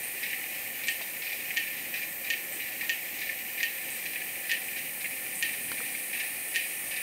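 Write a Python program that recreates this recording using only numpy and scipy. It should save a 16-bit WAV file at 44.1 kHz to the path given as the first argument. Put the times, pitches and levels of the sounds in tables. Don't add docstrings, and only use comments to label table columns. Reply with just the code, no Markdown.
import sys
import numpy as np
from scipy import signal
from scipy.io import wavfile
from scipy.ndimage import uniform_filter1d

SR = 44100
rng = np.random.default_rng(int(sys.argv[2]) if len(sys.argv) > 2 else 0)


def store_wav(level_fs):
    pcm = np.round(np.clip(np.atleast_2d(level_fs), -1, 1) * 32767)
    wavfile.write(sys.argv[1], SR, pcm.T.astype(np.int16))


def field_ratio(decibels):
    return 10 ** (np.asarray(decibels, dtype=float) / 20)


N = 309701

# freq_hz, density_db_per_hz
STREAM_SPECTRUM = [(25, -58), (60, -19), (120, -17.5), (230, -11), (400, -12.5), (800, -14), (950, -20),
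                   (1500, -18.5), (3000, -26.5), (5300, -24.5), (6500, -17.5), (7500, -17), (8500, -11.5),
                   (11000, -32)]
STREAM_LEVEL_DB = -47.5
# freq_hz, width_hz, level_db
STREAM_HOLLOWS = [(325.4, 54, -66), (533.7, 24, -60), (757, 34, -60), (825, 50, -67)]
# freq_hz, density_db_per_hz
BREEZE_SPECTRUM = [(40, -32), (90, -2.5), (200, 1.5), (330, 7), (450, -59)]
# centre_s, level_db
GUSTS = [
    (0, -72),
    (1.86, -53.5),
    (2.7, -53.5),
    (4.9, -55),
    (5.7, -47),
]
GUST_WIDTH_S, LULL_DB = 0.32, -72
# freq_hz, width_hz, level_db
CRICKETS = [(5890, 27, -65.5), (6900, 26, -71), (4296, 50, -70)]

# freq_hz, density_db_per_hz
CICADA_SPECTRUM = [(6180, -31), (10300, -16), (11000, 0), (12600, 7.5), (14200, 6.5), (15200, 5.5),
                   (15400, 1), (16300, 0)]
CICADA_LEVEL_DB = -40
# freq_hz, density_db_per_hz
SWELL_SPECTRUM = [(4290, -40), (7300, -24), (7870, -10.5), (8520, 2), (9200, 2.5), (9900, 3), (10200, 2.5),
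                  (10900, -10), (11200, -18), (14600, -32), (22000, -120)]
# time_s, level_db
SWELL_EFFORT = [(0, -45), (.6, -47), (3.3, -49), (3.8, -46), (5.0, -43), (5.6, -40.5), (7.02, -40.5)]

# time_s, level_db
CHORUS_LEVEL = [(0, -40.5), (1.0, -40.5), (1.25, -44.5), (1.6, -39), (2.1, -43.5), (2.9, -40), (3.5, -41),
                (4.1, -39.5), (4.8, -43), (5.6, -40.5), (6.0, -41), (7.02, -41)]
CHORUS_CALLS_PER_S, CHORUS_SPREAD_DB, CHORUS_TREBLE_DB = 180, 4.5, -1
# freq_hz, width_hz, level_db
FAR_SAC = [(1805, 76, 1), (1930, 140, -4.5), (2076, 810, 18), (2376, 270, 12), (2560, 540, -29),
           (2900, 42, -15)]
# freq_hz, width_hz, level_db
FAR_SAC_TOP = [(3740, 450, -5), (4044, 330, -5.5), (4580, 350, -7), (4930, 360, -10), (5520, 340, -14.5),
               (6310, 150, -23)]

# start_s, peak_db, wing_hz
KATYDID_CALLS = [
    (.034, -25, 9100),
    (0.872, -27, 8470),
    (2.524, -27, 8600),
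    (2.802, -36, 8900),
    (3.904, -26.5, 8560),
    (5.355, -26, 8420),
]
STROKE_MS, STROKE_FADE_MS = 7.2, 71

# start_s, peak_db
BASS_VOICE = (1820, -13, 4, -2)
BASS_CALLS = [(0.2277, -22), (1.6662, -30), (1.9356, -21), (2.8069, -21), (3.213, -27.5), (3.598, -23),
              (4.491, -20.5), (5.4451, -22), (5.5277, -28.5), (6.195, -22.5)]
TENOR_VOICE = (2340, -13.5, 1, 5.5)
TENOR_CALLS = [(0.2545, -28.5), (1.1652, -32), (1.3221, -33), (1.9912, -30), (3.5751, -26), (4.263, -33.5),
               (4.4544, -33), (4.6825, -27.5), (4.8065, -40), (5.246, -29.5), (5.7219, -29.5),
               (5.8113, -30.5), (6.5904, -36), (6.9798, -36)]
NEIGHBOUR_VOICE = (2200, -28, .4, -4)
NEIGHBOUR_CALLS = [(.3308, -20.5), (1.5052, -21.5), (2.336, -20.5), (3.2917, -21), (4.158, -21),
                   (5.044, -23)]
DRY_VOICE = (2400, -17, 1.5, -4)
DRY_CALLS = [(0.433, -27), (1.264, -24.5), (1.562, -23), (2.2657, -27), (2.597, -25.5), (5.0517, -20),
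             (5.4922, -31), (5.9446, -29), (6.13, -27), (6.6406, -31)]
ALTO_VOICE = (2520, -12.5, 7.5, 2.6)
ALTO_CALLS = [(0.5372, -30.5), (1.3912, -29), (1.6239, -29.5), (1.7647, -30.5), (1.9575, -27.5),
              (4.759, -25.5), (6.1438, -24.5), (6.539, -23.5), (6.905, -27), (6.9556, -29)]
GULLY_VOICE = (2330, -8, .65, 7.5)
GULLY_CALLS = [(.8361, -26.5), (1.2211, -26.5), (1.2953, -32.5), (2.2452, -27), (2.615, -31), (3.1875, -28)]
BRIGHT_VOICE = (2472, -7.5, 3.5, -2.5)
BRIGHT_CALLS = [(1.0101, -28), (3.262, -35), (3.8087, -35), (3.8803, -32), (4.0523, -26.5), (5.0059, -30.5)]
PITCH_SCATTER = 0.021
FAR_T60_S, FAR_CUTOFF_HZ = 0.59, 2950

# start_s, peak_db
NEAR_CALLS = [
    (.8837, -14),
    (1.5712, -13.7),
    (2.3025, -14.2),
    (2.8945, -13.8),
    (3.6305, -14.3),
    (4.5153, -14.3),
    (5.4259, -14.2),
    (6.5595, -14),
]
# freq_hz, width_hz, level_db
NEAR_SAC = [(1850, 105, -6), (2250, 200, -15), (2590, 220, 0), (2922, 45, -17), (3080, 50, -24)]
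# freq_hz, width_hz, level_db
NEAR_SAC_TOP = [(3500, 160, -21), (3950, 220, -18), (4360, 160, -14), (4890, 170, -19), (5780, 300, -14),
                (6230, 150, -20), (6800, 220, -18)]
# low_hz, high_hz
SAC_EDGES_HZ = [1886, 7500]
# delay_ms, level_db
TRUNK_ECHOES = [(1.7, -11), (7.0, -10), (9.3, -13), (12.5, -15), (17, -16), (23.5, -18), (29, -16),
                (33.5, -16), (35.5, -13), (49, -18), (80, -19)]
NEAR_WET_DB, NEAR_T60_S, NEAR_TOP_T60_S = -6, .33, .15
NEAR_GAP_MS, SECOND_CLICK_DB, SECOND_CLICK_TREBLE_DB = 4.88, -2.3, -4

# start_s, peak_db, low_hz, high_hz, patter_ms
DROPS = [
    (1.010, -34.5, 280, 750, 10.),
    (2.515, -41, 430, 600, 8.),
    (2.828, -44, 950, 1200, 8.),
    (5.7165, -32.5, 70, 800, 12.),
    (5.7165, -29, 800, 1600, 8.),
    (5.717, -24, 1300, 3800, 3.),
    (5.803, -32, 950, 1800, 6.),
    (5.811, -39, 400, 800, 8.),
]

BAND_LIMIT_HZ = 15730


def evened(x):
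    return x / np.sqrt(np.mean(x ** 2) + 1e-20)


def curve(rows):
    return np.interp(np.arange(N) / SR, *np.transpose(rows))


def add(mix, start_s, sound):
    part = mix[round(start_s * SR):][:len(sound)]
    part += sound[:len(part)]


def hiss(spectrum, patchy_db, sway_db):
    frames = N // 256 + 5
    bin_hz = np.fft.rfftfreq(1024, 1 / SR)
    real, imag, patches = rng.standard_normal((frames, 513, 3)).T
    patches = uniform_filter1d(patches, size=12, axis=0)
    patches = evened(uniform_filter1d(patches, size=14, axis=1))
    sway = evened(uniform_filter1d(rng.standard_normal(frames), size=25))
    freq_hz, density_db = np.transpose(spectrum)
    shape_db = np.interp(np.log(bin_hz + 1), np.log(freq_hz + 1), density_db, left=-90, right=-90)
    level_db = shape_db[:, None] + patchy_db * patches + sway_db * sway
    z = (real + 1j * imag) * field_ratio(level_db)
    return evened(signal.istft(z, nperseg=1024, noverlap=768)[1][:N])


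def resonance(noise, freq_hz, width_hz):
    b, a = signal.iirpeak(freq_hz, freq_hz / width_hz, fs=SR)
    return evened(signal.lfilter(b, a, noise))


def ring(modes, size=1300):
    t = np.arange(size) / SR
    x = np.zeros(size)
    for freq_hz, width_hz, level_db in modes:
        x += field_ratio(level_db) * np.exp(-np.pi * width_hz * t) * np.sin(2 * np.pi * freq_hz * t)
    band = signal.cheby1(5, .3, SAC_EDGES_HZ, "bandpass", fs=SR, output="sos")
    return signal.sosfilt(band, x)


def leaves(t60_s, blur_ms, lumpy_db=4.5, size=15000):
    t = np.arange(size) / SR
    noise, lumps = rng.standard_normal((2, size))
    lumps = evened(uniform_filter1d(lumps, size=200))
    build_up = 1 - np.exp(-1000 * t / max(blur_ms, .3))
    tail = noise * field_ratio(lumpy_db * lumps - 60 * t / t60_s) * build_up
    return tail / np.linalg.norm(tail)


def click_pair(gap_ms, second_db):
    x = np.zeros(400)
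    x[0] = 1
    x[int(gap_ms * SR / 1000)] = field_ratio(second_db)
    return x


def stream():
    out = field_ratio(STREAM_LEVEL_DB) * hiss(STREAM_SPECTRUM, 0.98, 0.25)
    for freq_hz, width_hz, level_db in STREAM_HOLLOWS:
        out += field_ratio(level_db) * resonance(rng.standard_normal(N), freq_hz, width_hz)
    return out


def breeze():
    t = np.arange(N) / SR
    level = np.full(N, field_ratio(LULL_DB))
    for centre_s, level_db in GUSTS:
        level += field_ratio(level_db - 9.5) * np.exp(-((t - centre_s) / GUST_WIDTH_S) ** 2)
    return level * hiss(BREEZE_SPECTRUM, 0.51, 0.9)


def crickets():
    out = np.zeros(N)
    for freq_hz, width_hz, level_db in CRICKETS:
        noise, mood = rng.standard_normal((2, N))
        mood = uniform_filter1d(mood, size=9000)
        mood = evened(uniform_filter1d(mood, size=9000))
        out += field_ratio(level_db + 2.9 * mood) * resonance(noise, freq_hz, width_hz)
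    return out


def cicadas():
    sheet = field_ratio(CICADA_LEVEL_DB) * hiss(CICADA_SPECTRUM, .4, .2)
    swelling = field_ratio(curve(SWELL_EFFORT)) * hiss(SWELL_SPECTRUM, .4, .2)
    return sheet + swelling


def chorus():
    body = ring(FAR_SAC) + field_ratio(CHORUS_TREBLE_DB) * ring(FAR_SAC_TOP)
    lead_in = 15000
    out = np.zeros(N)
    for strength, chance in rng.random((6, 2, N + lead_in)):
        called = chance < CHORUS_CALLS_PER_S / 6 / SR
        calls = field_ratio(-CHORUS_SPREAD_DB * np.log(strength + .01)) * called
        path = leaves(1.0, 4.0)
        path[0] = 0.32
        clicks = np.convolve(body, click_pair(rng.uniform(4.3, 5.8), -3.0))
        call = signal.fftconvolve(clicks, path)
        out += signal.fftconvolve(calls, call)[lead_in:][:N]
    level = np.sqrt(abs(uniform_filter1d(out ** 2, size=5000)) + 1e-9)
    return field_ratio(curve(CHORUS_LEVEL)) * evened(out / level)


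def katydid():
    out, t = np.zeros(N), np.arange(150) / SR
    attack_s = .0004
    envelope = (t / attack_s) * np.exp(1 - t / attack_s)
    for start_s, peak_db, wing_hz in KATYDID_CALLS:
        call = np.zeros(5000)
        for k, (bend, size) in enumerate(rng.uniform(0, 1, (10, 2))):
            tone_hz = wing_hz * (.93 + .07 * (k % 2) + .06 * bend)
            tick = np.sin(2 * np.pi * tone_hz * t) * envelope
            level = (.6 + .4 * size) * np.exp(-k * STROKE_MS / STROKE_FADE_MS)
            add(call, k * STROKE_MS / 1000, tick * level)
        wet = signal.fftconvolve(call, leaves(.2, 4.0))
        add(out, start_s, field_ratio(peak_db) * call)
        add(out, start_s, field_ratio(peak_db - 4.0) * wet)
    return out


def far_frog(voice, calls):
    out, top = np.zeros(N), ring(FAR_SAC_TOP)
    strongest_hz, treble_db, blur_ms, leaf_echo_db = voice
    dull = signal.butter(6, FAR_CUTOFF_HZ, fs=SR, output="sos")
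    for start_s, peak_db in calls:
        tone_hz = strongest_hz * (1 + PITCH_SCATTER * rng.uniform(-1.5, 1))
        body = ring(FAR_SAC + [(tone_hz, 110, 5.5)])
        body = signal.sosfilt(dull, body) + field_ratio(treble_db + 19.5) * top
        early = leaves(.04 + .008 * blur_ms, blur_ms, lumpy_db=2, size=7000)
        path = early + field_ratio(leaf_echo_db) * leaves(FAR_T60_S, 20.0, size=7000)
        path[0] = 1.9 * np.exp(-blur_ms / .9)
        clicks = np.convolve(body, click_pair(rng.uniform(4.6, 5.4), -1.5))
        call = signal.fftconvolve(clicks, path)
        add(out, start_s, field_ratio(peak_db) * call / abs(call).max())
    return out


def far_frogs():
    frogs = [(BASS_VOICE, BASS_CALLS), (TENOR_VOICE, TENOR_CALLS), (NEIGHBOUR_VOICE, NEIGHBOUR_CALLS),
             (DRY_VOICE, DRY_CALLS), (ALTO_VOICE, ALTO_CALLS), (GULLY_VOICE, GULLY_CALLS),
             (BRIGHT_VOICE, BRIGHT_CALLS)]
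    return sum(far_frog(voice, calls) for voice, calls in frogs)


def near_frog():
    clicks, echoes = np.zeros(N), np.zeros(15000)
    for start_s, peak_db in NEAR_CALLS:
        add(clicks, start_s, field_ratio([peak_db]))
    echoes[0] = 1
    for delay_ms, level_db in TRUNK_ECHOES:
        echoes[round(delay_ms * SR / 1000)] = field_ratio(level_db)
    path = echoes + field_ratio(NEAR_WET_DB) * leaves(NEAR_T60_S, 9.0)
    low = signal.fftconvolve(ring(NEAR_SAC), path)
    haze = field_ratio(-6.0) * leaves(NEAR_TOP_T60_S, 2.5)
    haze[0] = 1
    top = signal.fftconvolve(ring(NEAR_SAC_TOP), haze)
    call = np.convolve(low, click_pair(NEAR_GAP_MS, SECOND_CLICK_DB))
    call += np.convolve(top, click_pair(NEAR_GAP_MS, SECOND_CLICK_TREBLE_DB))
    return signal.fftconvolve(clicks, call / abs(call[:60]).max())[:N]


def drops():
    out, t = np.zeros(N), np.arange(2500) / SR
    for start_s, peak_db, low_hz, high_hz, patter_ms in DROPS:
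        envelope = np.exp(-t / .0015) + .25 * np.exp(-1000 * t / patter_ms)
        slap = rng.standard_normal(len(t)) * envelope
        band = signal.butter(2, [low_hz, high_hz], "bandpass", fs=SR, output="sos")
        slap = signal.sosfilt(band, slap)
        add(out, start_s, field_ratio(peak_db) * slap / abs(slap).max())
    return out


def scene():
    background = stream() + breeze() + crickets() + cicadas() + chorus()
    mono = background + katydid() + far_frogs() + near_frog() + drops()
    return np.array([mono, mono])


def roll_off(x):
    return signal.sosfilt(signal.butter(12, 16550, fs=SR, output="sos"), x)


def record(dry):
    edge = signal.firwin(2001, BAND_LIMIT_HZ, window=("kaiser", 12), fs=SR)
    mix = signal.oaconvolve(dry, edge[None], "same")
    return roll_off(mix)


dry = scene()
out = record(dry)
store_wav(out)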